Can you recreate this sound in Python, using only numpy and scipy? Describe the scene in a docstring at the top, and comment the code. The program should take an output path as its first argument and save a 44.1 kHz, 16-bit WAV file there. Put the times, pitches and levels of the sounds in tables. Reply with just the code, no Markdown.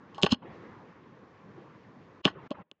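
"""Faint, dull room noise in a small workshop, then sharp clicks close to the microphone: a spring-loaded
desoldering pump is cocked against the workbench. Plunger and catch snap, the spring rattles, the plunger
scrapes along the barrel, and each blow rings and thumps the bench top. Fingers shift their grip, and
two seconds later the pump is knocked on the bench again. The recorder's automatic gain lifts the
background after the blows; its gate briefly ducks it, then shuts it off."""
import sys
import numpy as np
from scipy import signal
from scipy.fft import rfft, irfft
from scipy.io import wavfile
from scipy.ndimage import uniform_filter1d

SR = 44100
rng = np.random.default_rng(int(sys.argv[2]) if len(sys.argv) > 2 else 0)


def master_out(mix):
    """Clip the mix to full scale and print it as 16-bit PCM to the path in sys.argv[1]."""
    frames = np.transpose(np.atleast_2d(mix))
    ceiling = np.clip(frames, -1, 1)
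    pcm = np.round(ceiling * 32767).astype(np.int16)
    wavfile.write(sys.argv[1], SR, pcm)


N = 123479
T = np.arange(N) / SR
BINS_HZ = np.maximum(np.fft.rfftfreq(N, 1 / SR), 1)


def undb(db):
    """Decibels to gain."""
    return 10 ** (np.asarray(db) / 20)


def unit(x):
    """Scale to rms 1."""
    return x / np.sqrt(np.mean(x ** 2))


def curve(points):
    """Gain over time from (time_s, level_db) points."""
    return undb(np.interp(T, *np.array(points).T))


def colour(points, tilt_db=0, pivot_hz=2800):
    """Gain per bin from (frequency_hz, level_db) points, the treble tilted by tilt_db per octave."""
    hz, db = np.array(points).T
    shape_db = np.interp(np.log2(BINS_HZ), np.log2(hz), db)
    return undb(shape_db + tilt_db * np.maximum(np.log2(BINS_HZ / pivot_hz), -.5))


def band(hz, octaves):
    """Bell-shaped gain per frequency bin."""
    return np.exp(-.5 * (np.log2(BINS_HZ / hz) / octaves) ** 2)


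def noise(gain):
    """Noise of a given colour, rms 1."""
    return unit(irfft(rfft(rng.standard_normal(N)) * gain, N))


def wander(per_s):
    """Glide between random values, per_s of them a second; spread near 1."""
    hold = int(SR / per_s)
    steps = np.repeat(rng.standard_normal(N // hold + 1), hold)
    return 1.2 * uniform_filter1d(steps, hold)[:N]


def impulse(gain):
    """The shortest causal click of a given colour, peak 1."""
    cepstrum = irfft(np.log(gain), N)
    cepstrum[1:] *= 2 * (np.arange(1, N) < N / 2)  # minimum phase
    click = irfft(np.exp(rfft(cepstrum)), N)
    return click / np.abs(click).max()


def fade(t60):
    """Exponential decay, 60 dB in t60 seconds."""
    return np.exp(-np.minimum(np.log(1000) * T / t60, 40))


def ring(modes):
    """A tenth of the scene's length of decaying (pitch_hz, level_db, t60_s) modes, then silence."""
    t = T[:N // 10]
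    tones = sum(undb(db) * np.sin(2 * np.pi * hz * t) * np.exp(-np.log(1000) * t / t60)
                for hz, db, t60 in modes)
    return np.pad(tones, (0, N - len(t)))


def add(out, start_s, sound):
    """Mix a sound in from a given time."""
    start = int(start_s * SR)
    out[start:] += sound[:N - start]


def suppressor_patches(x, depth, swing_db=6):
    """A noise suppressor's trace: narrow bands swell and sink at random, by depth (0-1 over time)."""
    _, frames_s, cells = signal.stft(x, SR, nperseg=1024)
    chance = uniform_filter1d(rng.standard_normal(cells.shape), size=4, axis=0)
    chance = unit(uniform_filter1d(chance, size=2, axis=1))
    gain = undb(swing_db * np.interp(frames_s, T, depth) * np.minimum(chance, 1))
    gain /= np.sqrt(np.mean(gain ** 2, axis=0))
    return signal.istft(cells * gain, SR)[1][:N]


# spectrum of the room behind the bench: frequency_hz, level_db
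ROOM_SPECTRUM = [(24, -54), (40, -26.5), (96, -6.5), (168, -1), (490, -7), (675, -14), (1100, -8.5),
                 (1320, -16), (1810, -17.5), (2710, -27), (6490, -42), (7600, -50.5), (8300, -80)]
# background as the recorder's automatic gain lifts it and its gate finally shuts: time_s, level_db
RECORDER_GAIN = [(0, -54.5), (.22, -52), (.44, -45.5), (.7, -50), (1.0, -55), (1.42, -54.5), (1.6, -52.5),
                 (1.72, -54), (2.21, -55), (2.3, -49), (2.62, -49.5), (2.638, -80)]
# brief drop-outs of the gate: start_s, end_s, gain_db
GATE_DROPOUTS = [(0.343, 0.425, -15), (2.214, 2.25, -29), (2.474, 2.506, -31), (2.519, 2.548, -13)]
# treble let through by the noise suppressor: time_s, gain_db
SUPPRESSOR_TREBLE = [(.3, -1.5), (.39, -18.5), (.55, -1.5), (2.2, 1), (2.36, -17), (2.46, -1.5),
                     (2.54, -11.5)]


def room_noise(treble_hz=3640, flicker_db=2.5, flicker_per_s=23, gate_edge_s=.0087):
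    """A dull room rush; a noise suppressor dulls its treble and leaves watery patches after the blows."""
    spectrum = rfft(noise(colour(ROOM_SPECTRUM)))
    rush = np.zeros(N)
    for hz in 30 * 2 ** np.arange(0, 9, .5):  # half-octave bands
        flicker = undb(flicker_db * wander(flicker_per_s) / (1 + (hz / treble_hz) ** 2))
        rush += irfft(spectrum * band(hz, octaves=.25), N) * flicker
    rush = unit(rush)
    low = signal.sosfiltfilt(signal.butter(6, treble_hz, fs=SR, output="sos"), rush)
    treble = curve(SUPPRESSOR_TREBLE)
    rush = suppressor_patches(low + (rush - low) * treble, depth=np.clip(1 - treble, 0, 1))
    gate_db = sum(db * np.clip(np.minimum(T - start, end - T) / gate_edge_s, 0, 1)
                  for start, end, db in GATE_DROPOUTS)
    return rush * curve(RECORDER_GAIN) * undb(gate_db)


# modes of the pump barrel: pitch_hz, level_db, t60_s
BARREL_MODES = [(2800, -4.5, 0.038), (2950, -1.5, 0.03), (3210, -1.5, 0.035), (3350, -5.5, 0.035),
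                (4330, -4.5, 0.052), (4980, -13, 0.062), (6340, -15, .05)]
# spectrum of one snap: frequency_hz, level_db
SNAP_SPECTRUM = [(200, -18), (1100, -15), (2000, -22), (2450, -9), (2950, 1), (3500, -3), (4400, -15.5),
                 (5800, -25), (6900, -22), (7650, -26.5), (9300, -62.5)]
# resonances of the tube, heard in every rattle and scrape: frequency_hz, level_db
TUBE_SPECTRUM = [(300, -16.5), (1100, -11), (2100, -23), (2500, -9), (2870, 1.5), (3130, 3), (3550, -8.5),
                 (3950, -8.5), (4300, -1.5), (4680, -19), (5030, -6.5), (5950, -29.5), (6420, -12.5),
                 (6950, -25), (7650, -28.5), (9300, -67)]
# contacts close to the microphone: start_s, snap_db, rattle_db, rattle_t60_s, tilt_db_per_octave
PUMP_CONTACTS = [(0.1467, -44, -55.5, 0.18, 2), (0.1813, -40.5, -55.5, 0.1, 5),
                 (0.2169, -35.5, -48.5, 0.039, 11), (0.2249, -23.5, -29, 0.069, 6),
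                 (.2330, -5.5, -27.5, 0.024, -0.5), (0.2417, -24, -33.5, 0.04, 3.5),
                 (0.2489, -23, -33, 0.021, 3), (0.2642, -18.5, -23.5, 0.03145, -7),
                 (0.3222, -24.5, -24.5, 0.016, 9), (0.3321, -25, -32.5, 0.032, 0),
                 (2.2461, -32, -36, .04, -0.5), (2.2534, -4.5, -26.5, 0.044, -3.5),
                 (2.2614, -20, -30, 0.05, -9.5), (2.2698, -26, -36.5, 0.029, -4),
                 (2.2771, -39, -36, 0.078, -4), (2.5070, -36, -55, 0.029, 2.5),
                 (2.5140, -34, -40.5, 0.038, -10), (2.7142, -35, -72, .015, -0.5)]


def pump_clicks(barrel_db=-12.5):
    """Each contact of plunger and catch snaps, rings the barrel and rattles the spring in the tube."""
    out = np.zeros(N)
    barrel = undb(barrel_db) * ring(BARREL_MODES)  # level relative to the rattle
    for start, snap_db, rattle_db, t60, tilt_db in PUMP_CONTACTS:
        snap = impulse(colour(SNAP_SPECTRUM, tilt_db))
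        rattle = noise(colour(TUBE_SPECTRUM, tilt_db)) * fade(t60)
        add(out, start, undb(snap_db) * snap + undb(rattle_db) * (rattle + barrel))
    return out


# modes of the bench top: pitch_hz, level_db, t60_s
BENCH_MODES = [(186, 2, 0.051), (265, 3, .05), (394, 3.5, 0.04), (609, -2, 0.038), (816, -6.5, 0.085),
               (908, -8.5, 0.059), (1109, 0, 0.058), (1167, -7, 0.055), (1490, -5, 0.078),
               (1727, -6, 0.076), (1889, -8, 0.094)]
# blows on the bench, close by: start_s, level_db, centre_hz, spread_octaves, ring_time_factor
BENCH_BLOWS = [(0.18, -31, 876, 0.46, 2.55), (0.2343, -15.5, 398, 0.68, 1.04),
               (0.2424, -17.5, 647, 1.2, 0.33), (0.2632, -15, 916.5, 0.86, 0.44),
               (0.3231, -18.5, 810, 0.76, 0.67), (2.2470, -33, 1313, 1.7, .9),
               (2.2540, -12.5, 301.5, 1.9, 1.06), (2.2756, -20, 1434, 0.72, 0.6),
               (2.5115, -26.5, 615, 0.19, 0.97), (2.515, -32, 1105, 0.13, 0.44),
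               (2.583, -42, 740, .2, 0.93), (2.7151, -44, 375, 1.02, 0.32)]


def bench_knocks(rise_s=.0007, mode_scatter=.0041, clatter_db=-16, clatter_t60_s=.11):
    """Each blow rings the bench modes around its own centre pitch, and things on the bench clatter."""
    out = np.zeros(N)
    top_mode_hz = BENCH_MODES[-1][0]
    for start, db, centre_hz, spread, ring_factor in BENCH_BLOWS:
        def excitation(hz):
            return 1 / (1 + (np.log2(hz / centre_hz) / spread) ** 2) / (1 + (hz / top_mode_hz) ** 4)

        board = np.zeros(N)
        for k, (hz, mode_db, t60) in enumerate(BENCH_MODES):
            detuned_hz = hz * (1 + mode_scatter * rng.standard_normal())
            mode = ring([(detuned_hz, mode_db, t60 * ring_factor)])
            board += (-1) ** k * excitation(hz) * mode  # neighbouring modes move in opposite directions
        clatter = undb(clatter_db) * noise(excitation(BINS_HZ)) * fade(clatter_t60_s * ring_factor)
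        attack = 1 - np.exp(-T / rise_s)
        add(out, start, undb(db) * (board / np.abs(board).max() + clatter) * attack)
    # the bench radiates little deep bass
    return signal.sosfilt(signal.butter(2, 107, "high", fs=SR, output="sos"), out)


# soft shoves of the hand on the bench: peak_s, level_db, pitch_hz, half_length_s
HAND_SHOVES = [(.2420, -16.5, 185, 0.0052), (.2430, -20, 398, 0.0055), (.2460, -32.5, 90, 0.0066),
               (.3295, -13, 235, 0.0041), (.3290, -27, 98, 0.0054), (2.2620, -17.5, 194, 0.005),
               (2.2600, -24, 270, 0.0025), (2.5140, -24.5, 253, 0.0024)]


def bench_thumps():
    """A shove bends the bench top back and forth for a few cycles."""
    return sum(undb(db) * np.cos(2 * np.pi * hz * (T - peak)) * np.exp(-.5 * ((T - peak) / half) ** 2)
               for peak, db, hz, half in HAND_SHOVES)


# strokes of the plunger: peak_s, level_db, rise_s, fall_s, tilt_db_per_octave
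PLUNGER_STROKES = [(0.2631, -30.5, .002, .003, -2.5), (.2940, -45.5, .005, 0.0057, -8.5),
                   (0.321, -25.5, 0.0062, 0.0043, 3.5), (0.347, -37.5, .012, .0012, -5.5),
                   (2.2515, -27.5, 0.0033, 0.0023, -6.5)]


def plunger_slides(grit_db=.5, grit_per_s=680, ring_db=-11.5):
    """The plunger scrapes along in short jerks and sets the barrel ringing."""
    scrape = np.zeros(N)
    for peak, db, rise, fall, tilt_db in PLUNGER_STROKES:
        swell = np.exp(np.minimum((T - peak) / rise, (peak - T) / fall))
        scrape += undb(db) * swell * noise(colour(TUBE_SPECTRUM, tilt_db))
    scrape *= unit(undb(grit_db * wander(grit_per_s)))  # slight stick and slip
    barrel = signal.fftconvolve(scrape, ring(BARREL_MODES))[:N]
    return scrape + undb(ring_db) * unit(barrel) * scrape.std()


# fingers on pump and bench, close by: peak_s, level_db, half_length_s, centre_hz
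GRIP_SHIFTS = [(0.468, -54, 0.027, 426), (1.527, -53.5, 0.06, 143.6), (1.599, -54.5, 0.043, 368)]


def finger_rubs():
    """Fingers shift their grip with a soft, dull rustle."""
    return sum(undb(db) * np.exp(-.5 * ((T - peak) / half) ** 2) * noise(band(hz, octaves=.53))
               for peak, db, half, hz in GRIP_SHIFTS)


def workshop_echo(x, level_db=-37.5, t60_s=.38, cutoff_hz=1820):
    """The small workshop returns a faint, dull reverberation to the microphone."""
    lowpass = signal.butter(2, cutoff_hz, fs=SR, output="sos")
    tail = signal.sosfilt(lowpass, rng.standard_normal(N)) * fade(t60_s)
    return undb(level_db) * signal.fftconvolve(x, tail / np.linalg.norm(tail))[:N]


def scene():
    """One microphone close to pump and bench, the room behind."""
    close = pump_clicks() + bench_knocks() + bench_thumps() + plunger_slides() + finger_rubs()
    return (room_noise() + close + workshop_echo(close))[None]


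def record(dry):
    """The recorder cuts off steeply above 8.8 kHz."""
    return signal.sosfilt(signal.ellip(8, .2, 70, 8800, fs=SR, output="sos"), dry)


dry = scene()
out = record(dry)
master_out(out)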